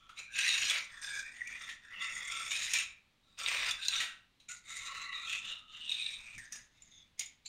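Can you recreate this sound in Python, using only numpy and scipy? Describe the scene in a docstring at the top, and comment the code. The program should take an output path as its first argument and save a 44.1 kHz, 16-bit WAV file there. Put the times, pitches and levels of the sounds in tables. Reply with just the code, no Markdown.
"""Friction-drive toy tractors on tiles

Small toy tractors with trailers are pushed to and fro by hand over a tiled floor in a small room.
With each stroke, gear teeth chatter into the plastic shell and chassis, the hollow trailers drone
and the wheels grind, then all run down. Loose parts rattle under a hard push, a tyre squeaks,
and the toys clack as they are gripped, cross joints and bump into each other."""
import sys
import numpy as np
from scipy import signal
from scipy.fft import rfft, irfft, next_fast_len
from scipy.io import wavfile
from scipy.ndimage import uniform_filter1d, map_coordinates

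SR = 44100
rng = np.random.default_rng(int(sys.argv[2]) if len(sys.argv) > 2 else 0)


def generate_wav(sig):
    """Save sig (samples, or channels by samples) to the path in sys.argv[1] as 16-bit PCM at SR."""
    pcm = np.round(np.clip(np.atleast_2d(sig).T, -1, 1) * 32767).astype(np.int16)
    wavfile.write(sys.argv[1], SR, pcm)


N = 329868


def strokes():
    """Each push swells, holds and runs down: five level curves (dB), then two pitch curves (Hz)."""
    # Hand strokes; toy and grip set the mix and pitch. The last four levels are relative to the shell:
    # start_s, rise_s, length_s, shell_db, chassis_db, tick_db, trailer_db, wheel_db, shell_hz, chassis_hz
    pushes = [(-.03, 0.021, 0.22, -78, 10, -4.5, 16, -12, 2420, 3320),
              (.155, 0.022, 0.046, -49, -4.5, -7, -14, -20, 2440, 4030),
              (.29, 0.12, 0.4, -33.5, -8.5, -7.5, -21.5, -30.5, 2600, 3680),
              (0.691, 0.011, 0.096, -36.5, -8.5, -8.5, -11.5, -22.5, 2224, 3700),
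              (.87, 0.041, 0.15, -51.5, -8, -11, -9.5, -25.5, 1820, 3390),
              (1.0, 0.029, .2, -47.5, -7.5, -1.5, -36, -21.5, 1803, 3560),
              (1.22, 0.044, 0.29, -55.5, -14, -9.5, -30, -22, 1923, 3570),
              (1.472, 0.022, 0.105, -47.5, -12.5, -11, -31, -22, 1913, 3573),
              (1.585, 0.03, 0.11, -46, -3, -8, -9, -24, 1942, 3540),
              (1.79, 0.047, 0.09, -52.5, -15, -20, -19, -28, 1726, 3560),
              (1.881, 0.045, 0.12, -47, -18, -22, -10, -25.5, 1956, 3500),
              (1.975, 0.052, 0.08, -36.5, -15.5, -14, -9.5, -37, 2032, 3460),
              (2.07, 0.026, 0.21, -42, -9, -11, -16.5, -27, 2040, 3495),
              (2.25, 0.067, 0.25, -44, 1, -5, -1.5, -21.5, 2250, 3487),
              (2.49, 0.033, 0.27, -40, -4, -4, -17, -28.5, 2480, 3730),
              (2.725, 0.013, 0.084, -36.5, -7, -7, -15, -30.5, 2420, 3760),
              (3.21, 0.082, 0.14, -81, -1, 3.5, 7, -24, 2480, 3740),
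              (3.365, 0.035, 0.081, -47, 1, 0, 1.5, -16, 2650, 3580),
              (3.455, 0.024, 0.25, -39.5, -2, -6, -9, -15, 2487, 3670),
              (3.755, 0.073, 0.26, -46, 2, -2, -33.5, -34, 2575, 3690),
              (3.885, 0.05, 0.155, -41, 2, -6, -5.5, -21.5, 2820, 3690),
              (4.48, 0.008, 0.033, -54, 1, 5, -7, -20, 2080, 3910),
              (4.62, 0.09, 0.26, -47.5, -1.5, -3.5, -9, -24, 2130, 3740),
              (4.79, 0.084, 0.26, -49, 0.5, -9, 2.5, -20.5, 2010, 4010),
              (5.1, 0.044, .16, -49, 3, -10.5, 0, -23.5, 2450, 3810),
              (5.225, 0.061, 0.14, -40, -4.5, -11, -11, -30, 2560, 3490),
              (5.39, 0.058, .14, -43, -2, -15.5, -14.5, -26.5, 2850, 3660),
              (5.64, 0.11, .23, -46, -7, -20, -24.5, -32.5, 2866, 3670),
              (5.82, 0.081, 0.17, -43, 1.5, -11.5, -41, -30.5, 2540, 3664),
              (5.979, 0.038, 0.16, -47, 3.5, -7, -36, -27, 2360, 3730),
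              (6.14, 0.033, 0.21, -51.5, -16, -11, -45, -26.5, 2450, 3730),
              (6.376, 0.0083, 0.07, -54.5, -9, -6, -30, -25.5, 1770, 3600),
              (6.508, 0.017, 0.057, -54.5, -9, 3.5, -43, -20, 1830, 3560),
              (6.68, 0.098, 0.36, -75.5, 3, 2, -21.5, -16, 2100, 3640),
              (7.172, 0.023, 0.038, -54.5, 2, 4, -23, -20.5, 2190, 3510),
              (7.444, 0.019, 0.042, -60, 10.5, 2.5, -26, -27, 2390, 4380)]
    # Fade after a stroke, each in db_per_s: shell, chassis, ticks, trailer, wheels
    run_down = [181, 204, 234.6, 200, 227]
    sag_db_per_s = 4.0  # the hand eases off along a stroke
    t = np.arange(0, N + 64, 64) / SR
    power, pitches = [], []
    for start, rise, length, shell_db, *offsets_db, shell_hz, chassis_hz in pushes:
        age = np.maximum(t - start, 0)
        swell = np.clip(age / rise, 0, 1) ** 1.8  # the flywheel takes up speed slowly at first
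        fade_db = sag_db_per_s * (age - length / 2) + np.outer(run_down, np.maximum(age - length, 0))
        parts_db = shell_db + np.array([0, *offsets_db])
        power.append((swell * amp(parts_db[:, None] - fade_db)) ** 2 + 1e-14)
        pitches.append((shell_hz, chassis_hz))
    power = np.array(power)
    total = power.sum(axis=0)
    # the toy shaken hardest sets the pitch, which glides from one grip to the next
    rings_hz = (power[:, :2] * np.array(pitches)[:, :, None]).sum(axis=0) / total[:2]
    rings_hz = uniform_filter1d(rings_hz, size=36, axis=1)
    return [np.interp(np.arange(N) / SR, t, curve) for curve in (*(10 * np.log10(total)), *rings_hz)]


def gears(shell_db, chassis_db, tick_db, trailer_db, shell_hz, chassis_hz):
    """Loose teeth strike faster when pushed harder, and ring shell, chassis, trailer and loose parts."""
    # Tone of the hard-shaken plastic body: frequency_hz, level_db
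    rasp_spectrum = [(800, -29), (1700, -1), (2550, 7.5), (3600, -3.5), (4700, -7), (9000, -47)]
    # Drone of the hollow trailers: pitch_hz, width_hz, level_db
    trailer_modes = [(1127, 58, -5), (1338.5, 57, 2)]
    speed = amp(.25 * np.clip(tick_db + 48, -25, 15))
    teeth = impacts(560 * speed, scatter=.22, spread_db=3)
    # the teeth also slide, and wobbling axles press the mesh in and out
    mesh = unit(teeth + 0.7 * rng.standard_normal(N)) * unit(amp(1.4 * wobble(110)))
    # a hard push opens the shell's one ring into a broad rasp
    rasp_share = np.clip(0.38 + 0.24 * (tick_db + 51.0), .03, .88)
    ring = loose_ring(mesh, shell_hz, width_hz=263)
    rasp = unit(coloured(mesh * amp(2.3 * wobble(120)), rasp_spectrum))
    shell = np.sqrt(1 - rasp_share) * ring + np.sqrt(rasp_share) * rasp
    return (amp(shell_db - 2.0) * shell
            + amp(chassis_db - 0.84) * loose_ring(mesh, chassis_hz, width_hz=290)
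            + amp(trailer_db - 6.0) * sum_of_modes(mesh, trailer_modes)
            + amp(tick_db - 0.5) * gearbox(mesh, rasp_share)
            + singing_parts(mesh))


def gearbox(mesh, rasp_share):
    """Bright tooth ticks; play in the axles makes the gearbox's rings wander and stutter."""
    # Gearbox of the loudest toy in each pass: start_s, modes as (pitch_hz, width_hz, level_db)
    passes = [(0, [(6070, 620, 4), (6810, 760, 4.5), (8420, 1180, -2)]), (.88, [(5000, 230, -4),
              (6400, 780, -16.5), (6700, 1200, -16.5), (8340, 570, -7)]), (1.34, [(6520, 880, -5),
              (8600, 320, -2)]), (1.601, [(5760, 480, 2), (6800, 900, 1.5), (8575, 724, -1)]),
              (3.2, [(4884, 574, 2), (6000, 450, -2), (7020, 750, -9), (8404, 560, -1)]),
              (4.351, [(4590, 600, -2), (6760, 1230, 0.5), (8780, 415, -1.5)]), (5.797, [(6200, 1726, -10),
              (8380, 490, -1.5)]), (6.45, [(5164, 387, -2.5), (6558, 640, -1), (8990, 474, -11.5)])]
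    # Broadband tone of the ticks: frequency_hz, level_db
    tick_spectrum = [(2000, -37.5), (4300, -14.5), (7000, 4.5), (8400, -0.5), (9300, -13), (13000, -14),
                     (16000, -35)]
    edges = [int(start * SR) for start, _ in passes[1:]]
    rings = np.concatenate([sum_of_modes(part, modes, wander=0.014, flutter_db=3.3)
                            for part, (_, modes) in zip(np.split(mesh, edges), passes)])
    ticks = unit(coloured(mesh, tick_spectrum))
    tick_share = 0.14 + 0.12 * rasp_share
    jolts = unit(amp(2.0 * wobble(110)))
    return jolts * (np.sqrt(1 - tick_share) * rings + np.sqrt(tick_share) * ticks)


def singing_parts(mesh):
    """Loose parts sing along with the gears for a while, each gliding in pitch."""
    # Spells of ringing: start_s, end_s, first_hz, last_hz, level_db
    spells = [(0.208, 0.428, 2345, 2590, -58.5), (0.261, 0.838, 1592, 1734, -50.5),
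              (0.459, 0.563, 3850, 3780, -37.5), (1.016, 1.26, 1688, 1620, -44),
              (1.08, 1.339, 2320, 2353, -48), (1.024, 1.229, 3555, 3485, -52.5),
              (1.442, 1.59, 2316, 2427, -49), (1.921, 2.148, 2906, 2552, -47),
              (1.994, 2.097, 3490, 3550, -48.5), (3.22, 3.42, 3799, 3801, -76),
              (3.764, 4.156, 1606, 1560, -52.5), (3.82, 3.87, 3805, 3785, -41.5),
              (4.489, 4.557, 1430, 1439, -54.5), (4.798, 5.273, 1098, 1168, -59),
              (4.809, 5.269, 2790, 2680, -55), (5.024, 5.273, 2002, 1980, -51.5),
              (5.26, 5.369, 3390, 3384, -44.5), (5.52, 5.799, 1286, 1270, -66.5),
              (5.856, 6.108, 2830, 2729, -50.5), (6.538, 6.62, 1773, 1770, -63),
              (6.83, 7.04, 6700, 6460, -70.5), (6.903, 7.05, 3600, 3460, -64),
              (7.202, 7.302, 2195, 2126, -66)]
    out = np.zeros(N)
    for start, end, first_hz, last_hz, db in spells:
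        span = slice(int(start * SR), int(end * SR))
        glide_hz = np.linspace(first_hz, last_hz, len(mesh[span]))
        ring = loose_ring(mesh[span], glide_hz, width_hz=0.065 * first_hz)
        out[span] += amp(db) * ring * signal.windows.tukey(len(ring), .3)
    return out


def clacks():
    """A sharp contact, then loose parts chatter briefly: body, hard edge and one ringing part."""
    # Knocks on the toys; body and edge are relative to the level:
    # start_s, level_db, ring_hz, body_db, edge_db, chatter_t60_s
    knocks = [(0.092, -39, 1336, -7.5, -20, 0.19), (0.1775, -39.5, 2420, 0, -27, 0.12),
              (0.367, -27.5, 2570, -4, -10.5, 0.025), (0.616, -22, 6830, -24, -17, 0.023),
              (0.6975, -18, 3422, -7.5, -14.5, 0.13), (1.473, -26.5, 2416, -18, -12, 0.025),
              (1.6893, -28.5, 1850, -4, -21, 0.18), (2.164, -24, 1987, -24, -35, 0.041),
              (2.5147, -24.5, 2268, -9, -11, 0.06), (2.735, -17, 2544, -7.5, -9.5, 0.099),
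              (2.7497, -23.5, 2255, 1, -35, 0.0295), (2.7858, -19, 2684, -15, -14, 0.08),
              (3.3873, -38, 1382, -12, -0.5, 0.085), (3.4608, -21.5, 3720, 5.5, -31.5, 0.0095),
              (3.4835, -20, 2420, -5, -14, 0.07), (3.7092, -19.5, 3490, -23, -14, 0.094),
              (3.8831, -14, 4090, -13.5, -12, 0.016), (4.0016, -24.5, 1900, -0.5, -10.5, 0.27),
              (4.3995, -48.5, 3970, -7, -15.5, 0.24), (4.4872, -33.5, 6930, -26, -37, 0.21),
              (5.1275, -29.5, 1991, -8, -33, 0.04), (5.894, -18.5, 3833, -38, -27, 0.013),
              (5.9145, -19.5, 3730, -15.5, -26.5, 0.19), (6.0214, -21.5, 3890, -36, -42, 0.038),
              (6.0605, -22, 3797, -15, -40, 0.04), (6.2833, -29.5, 2412, -24, -38, 0.023),
              (6.3793, -32.5, 1852, -19, -11, 0.12), (6.5224, -29.5, 5820, -35, -6.5, 0.094),
              (6.8205, -40, 7090, -13, -18, 0.05), (7.1935, -24, 6790, -9, -1.5, 0.048),
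              (7.2072, -34, 2185, 3.5, -8, 0.12), (7.259, -29, 6910, -31, -13, 0.03),
              (7.459, -33.5, 7330, -9, -35, 0.072)]
    # Tone of the plastic body: frequency_hz, level_db
    body_spectrum = [(100, -16.5), (400, -24), (900, -9.5), (1400, -22), (2300, 6.5), (3800, 3),
                     (5500, -15), (9000, -21), (14000, -33)]
    # Tone of a hard edge: frequency_hz, level_db
    edge_spectrum = [(1000, -39), (3000, -16.5), (4200, -7.5), (5500, 3), (6800, 7), (7800, -8), (8600, 2),
                     (10500, -13), (15500, -19)]
    contact_t60_s, ping_t60_s, softest_onset_s = 0.013, 0.018, 0.0016
    out, t = np.zeros(N + SR), np.arange(SR // 4) / SR
    for start, db, ring_hz, body_db, edge_db, chatter_t60_s in knocks:
        onset_s = softest_onset_s * np.clip((db + 9.5) / -20, .1, 1)  # gentle knocks build more slowly
        decay = amp(-60 * t / contact_t60_s) + amp(-5 - 60 * t / chatter_t60_s)
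        force = (1 - np.exp(-t / onset_s)) * decay
        body, edge, part = force * rng.standard_normal((3, len(t)))
        force_rms = np.sqrt(np.mean(force ** 2))
        crack_db = np.clip(.5 * (db + 25), 0, 4)  # the hardest knocks meet edge on edge and crack
        crack = amp(crack_db * np.exp(-t / 0.011))
        blow = (amp(body_db - 6.5) * unit(coloured(body, body_spectrum))
                + amp(edge_db - 2.5) * crack * unit(coloured(edge, edge_spectrum))
                + amp(-9.5) * unit(resonate(part, ring_hz, width_hz=170)))
        ping_envelope = amp(-3 - 60 * t / ping_t60_s) * (1 - np.exp(-t / 0.0021))
        ping = ping_envelope * np.sin(2 * np.pi * ring_hz * t)
        out[round(start * SR):][:len(t)] += amp(db) * (force_rms * blow + ping)
    return out[:N]


def wheels(wheel_db):
    """Treads grind over the grain of the tiles; the floor rumbles faintly and thuds when bumped."""
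    # Tone of tread on tile: frequency_hz, level_db
    grind_spectrum = [(150, -61), (450, -13), (790, -13), (2500, 3.5), (4000, -11), (5600, -10.5),
                      (8700, -33.5), (15000, -31)]
    # Tone of the floor: frequency_hz, level_db
    rumble_spectrum = [(45, 2), (130, -7), (220, -6), (400, -21), (1000, -64)]
    # Soft bumps of hands and wheels on the floor: centre_s, level_db
    bumps = [(0.619, -62), (2.16, -66.5), (6.38, -62)]
    t = np.arange(N) / SR
    grit = impacts(np.full(N, 1800.), scatter=1.0, spread_db=4) * unit(amp(2.2 * wobble(70)))
    thuds = sum(amp(db) * np.exp(-((t - centre) / 0.03) ** 2) for centre, db in bumps)
    shake = amp(0.23 * wheel_db - 53.5) + thuds
    rumble = unit(coloured(rng.standard_normal(N), rumble_spectrum))
    return amp(wheel_db + 15.5) * unit(coloured(grit, grind_spectrum)) + shake * rumble


def rattle(shell_db, tick_db):
    """Hitches and axles knock at random, each at its own pitch; gentle rolling leaves them still."""
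    knocks_per_s, t60_s = 200, 0.04
    low_hz, high_hz, tilt_db_per_octave = 1815, 8000, -4.5
    when, pitch, size = rng.random((int(knocks_per_s * N / SR), 3)).T
    hz = low_hz * (high_hz / low_hz) ** pitch
    db = tilt_db_per_octave * np.log2(hz) + 8 * size ** 2
    t = np.arange(SR // 40) / SR
    envelopes = amp(db[:, None] - 60 * t / t60_s) * (1 - np.exp(-t / 0.00065))
    knocks = envelopes * np.sin(2 * np.pi * hz[:, None] * t)
    at = (when * N).astype(int)[:, None] + np.arange(len(t))
    shaken = np.clip(amp(tick_db + 42.5), 0, 1) ** 2
    return amp(shell_db - 7) * shaken * unit(np.bincount(at.ravel(), knocks.ravel(), N)[:N])


def tyre_squeak():
    """Rubber dragged sideways catches on the glaze for a moment and rings out."""
    # Catches of the tyre: start_s, pitch_hz, level_db, rise_s
    catches = [(1.408, 1990, -34.5, 0.0018), (1.416, 1944, -29, 0.0029)]
    out, t = np.zeros(N), np.arange(N) / SR
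    for start, hz, db, rise in catches:
        age = np.maximum(t - start, 0) / rise
        out += amp(db) * age * np.exp(1 - age) * np.sin(2 * np.pi * hz * t + 0.39 * wobble(230))
    return out


def body_notches(x):
    """Between its resonances a toy's body barely radiates, which keeps the gear partials apart."""
    # Antiresonances of the body: start_s, end_s, depth_db, centres_hz
    notches = [(.88, 1.34, -9.5, [2800, 2134, 3130]), (1.4, 2.499, -7, [1640, 3000, 4100]),
               (4.45, 5.38, -2.5, [1600, 3260, 5210])]
    hz, t, spectra = signal.stft(x, SR, nperseg=1024)
    for start, end, depth_db, centres in notches:
        dips = sum(np.exp(-((hz / centre - 1) / 0.065) ** 2) for centre in centres)
        spectra *= amp(depth_db * np.outer(dips, (t > start) & (t < end)))
    return signal.istft(spectra, SR, nperseg=1024)[1][:N]


def shifting_reflections(x, depth_db):
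    """As a toy moves and turns, its reflections favour ever different pitches."""
    spectra = signal.stft(x, nperseg=512)[2]
    ripple = rng.standard_normal(spectra.shape)
    for _ in range(2):
        ripple = uniform_filter1d(uniform_filter1d(ripple, size=3, axis=0), size=8, axis=1)
    spectra *= amp(depth_db * np.clip(unit(ripple), -2, 2))
    return unit(signal.istft(spectra, nperseg=512)[1][:N]) * np.std(x)


def room(x):
    """Hard walls answer after 4 ms with a short diffuse tail."""
    # Reverb time: frequency_hz, t60_s
    decay_times = [(200, 0.42), (1000, 0.48), (3000, 0.34), (7000, 0.24), (14000, 0.16)]
    hz, t, spectra = signal.stft(rng.standard_normal(SR // 2), SR, nperseg=256)
    decay = amp(-60 * t / along(decay_times, hz)[:, None])
    tail = signal.istft(spectra * decay, SR, nperseg=256)[1]
    return signal.fftconvolve(x, np.pad(tail / np.linalg.norm(tail), (SR // 250, 0)))[:N]


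def room_tone():
    """A faint, steady hush."""
    # Tone of the quiet room: frequency_hz, level_db
    hush_spectrum = [(20, -12), (200, -15.5), (400, -24), (1500, -25), (3800, -22.5), (5000, -31),
                     (15000, -45.5)]
    return amp(-74.0) * unit(coloured(rng.standard_normal(N), hush_spectrum))


def impacts(rate, scatter, spread_db):
    """Pulses uneven in time and size, at rms 1; rate is a curve in pulses a second."""
    count = np.cumsum(rate) / SR
    beats = np.arange(int(count[-1]))
    at = np.interp(beats + scatter * rng.standard_normal(len(beats)), count, np.arange(N))
    sizes = amp(spread_db * np.clip(rng.standard_normal(len(beats)), -2, 2))
    return unit(np.bincount(at.astype(int), sizes, N) / np.sqrt(rate))


def sum_of_modes(x, modes, wander=0, flutter_db=1.4):
    """Rings a set of loose resonances, at rms 1; wander is their drift as a share of pitch."""
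    out = np.zeros(len(x))
    for hz, width_hz, db in modes:
        drifting_hz = hz * (1 + wander * wobble(25, len(x)))
        out += amp(db) * np.sqrt(width_hz) * loose_ring(x, drifting_hz, width_hz, flutter_db)
    return unit(out)


def loose_ring(x, hz, width_hz, flutter_db=1.87):
    """The ring of a loosely held part, at rms 1: its contact comes and goes."""
    return unit(resonate(x, hz, width_hz, order=3) * amp(flutter_db * wobble(65, len(x))))


def resonate(x, hz, width_hz, order=2):
    """A resonance whose centre may move from sample to sample."""
    carrier = np.exp(2j * np.pi * np.cumsum(hz * np.ones(len(x))) / SR)
    pole = np.exp(-np.pi * width_hz * np.sqrt(order) / SR)
    baseband = x / carrier
    for _ in range(order):
        baseband = signal.lfilter([1 - pole], [1, -pole], baseband)
    return (baseband * carrier).real


def coloured(x, spectrum):
    """Minimum-phase EQ through (frequency_hz, level_db) points."""
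    size = 2 * next_fast_len(len(x) // 2 + 4096)
    cepstrum = irfft(np.log(amp(along(spectrum, np.fft.rfftfreq(size, 1 / SR)))))
    cepstrum[1:size // 2] *= 2
    cepstrum[size // 2 + 1:] = 0
    return irfft(rfft(x, size) * np.exp(rfft(cepstrum)))[:len(x)]


def wobble(rate, size=N):
    """A smooth random curve, rate knots a second."""
    knots = rng.standard_normal(int(size * rate / SR) + 4)
    coarse = np.arange(0, size + 32, 32)
    return np.interp(np.arange(size), coarse, map_coordinates(knots, [coarse * rate / SR]))


def along(points, hz):
    """Interpolates (frequency_hz, value) points on a log frequency axis."""
    frequencies, values = np.transpose(points)
    return np.interp(np.log(hz + 1), np.log(frequencies + 1), values)


def amp(db):
    """Decibels to gain."""
    return 10 ** (np.asarray(db) / 20)


def unit(x):
    """Scales to rms 1."""
    return x / np.sqrt(np.mean(x ** 2) + 1e-20)


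def scene():
    """The toys, their room and its quiet background, in mono."""
    shell_db, chassis_db, tick_db, trailer_db, wheel_db, shell_hz, chassis_hz = strokes()
    whirr = gears(shell_db, chassis_db, tick_db, trailer_db, shell_hz, chassis_hz)
    moving = shifting_reflections(whirr + wheels(wheel_db), depth_db=1.7)
    rolling = body_notches(moving) + rattle(shell_db, tick_db)
    hits = clacks() + tyre_squeak()
    reverb_send = amp(-10.0) * rolling + amp(-8.5) * hits
    return (amp(-0.34) * rolling + hits + room_tone() + room(reverb_send))[None]


def record(dry):
    """A brick-wall low-pass takes off the very top of the treble."""
    top_hz = 15750
    size = next_fast_len(N + SR // 2)
    return irfft(rfft(dry, size) * (np.fft.rfftfreq(size, 1 / SR) < top_hz), size)[..., :N]


dry = scene()
out = record(dry)
generate_wav(out)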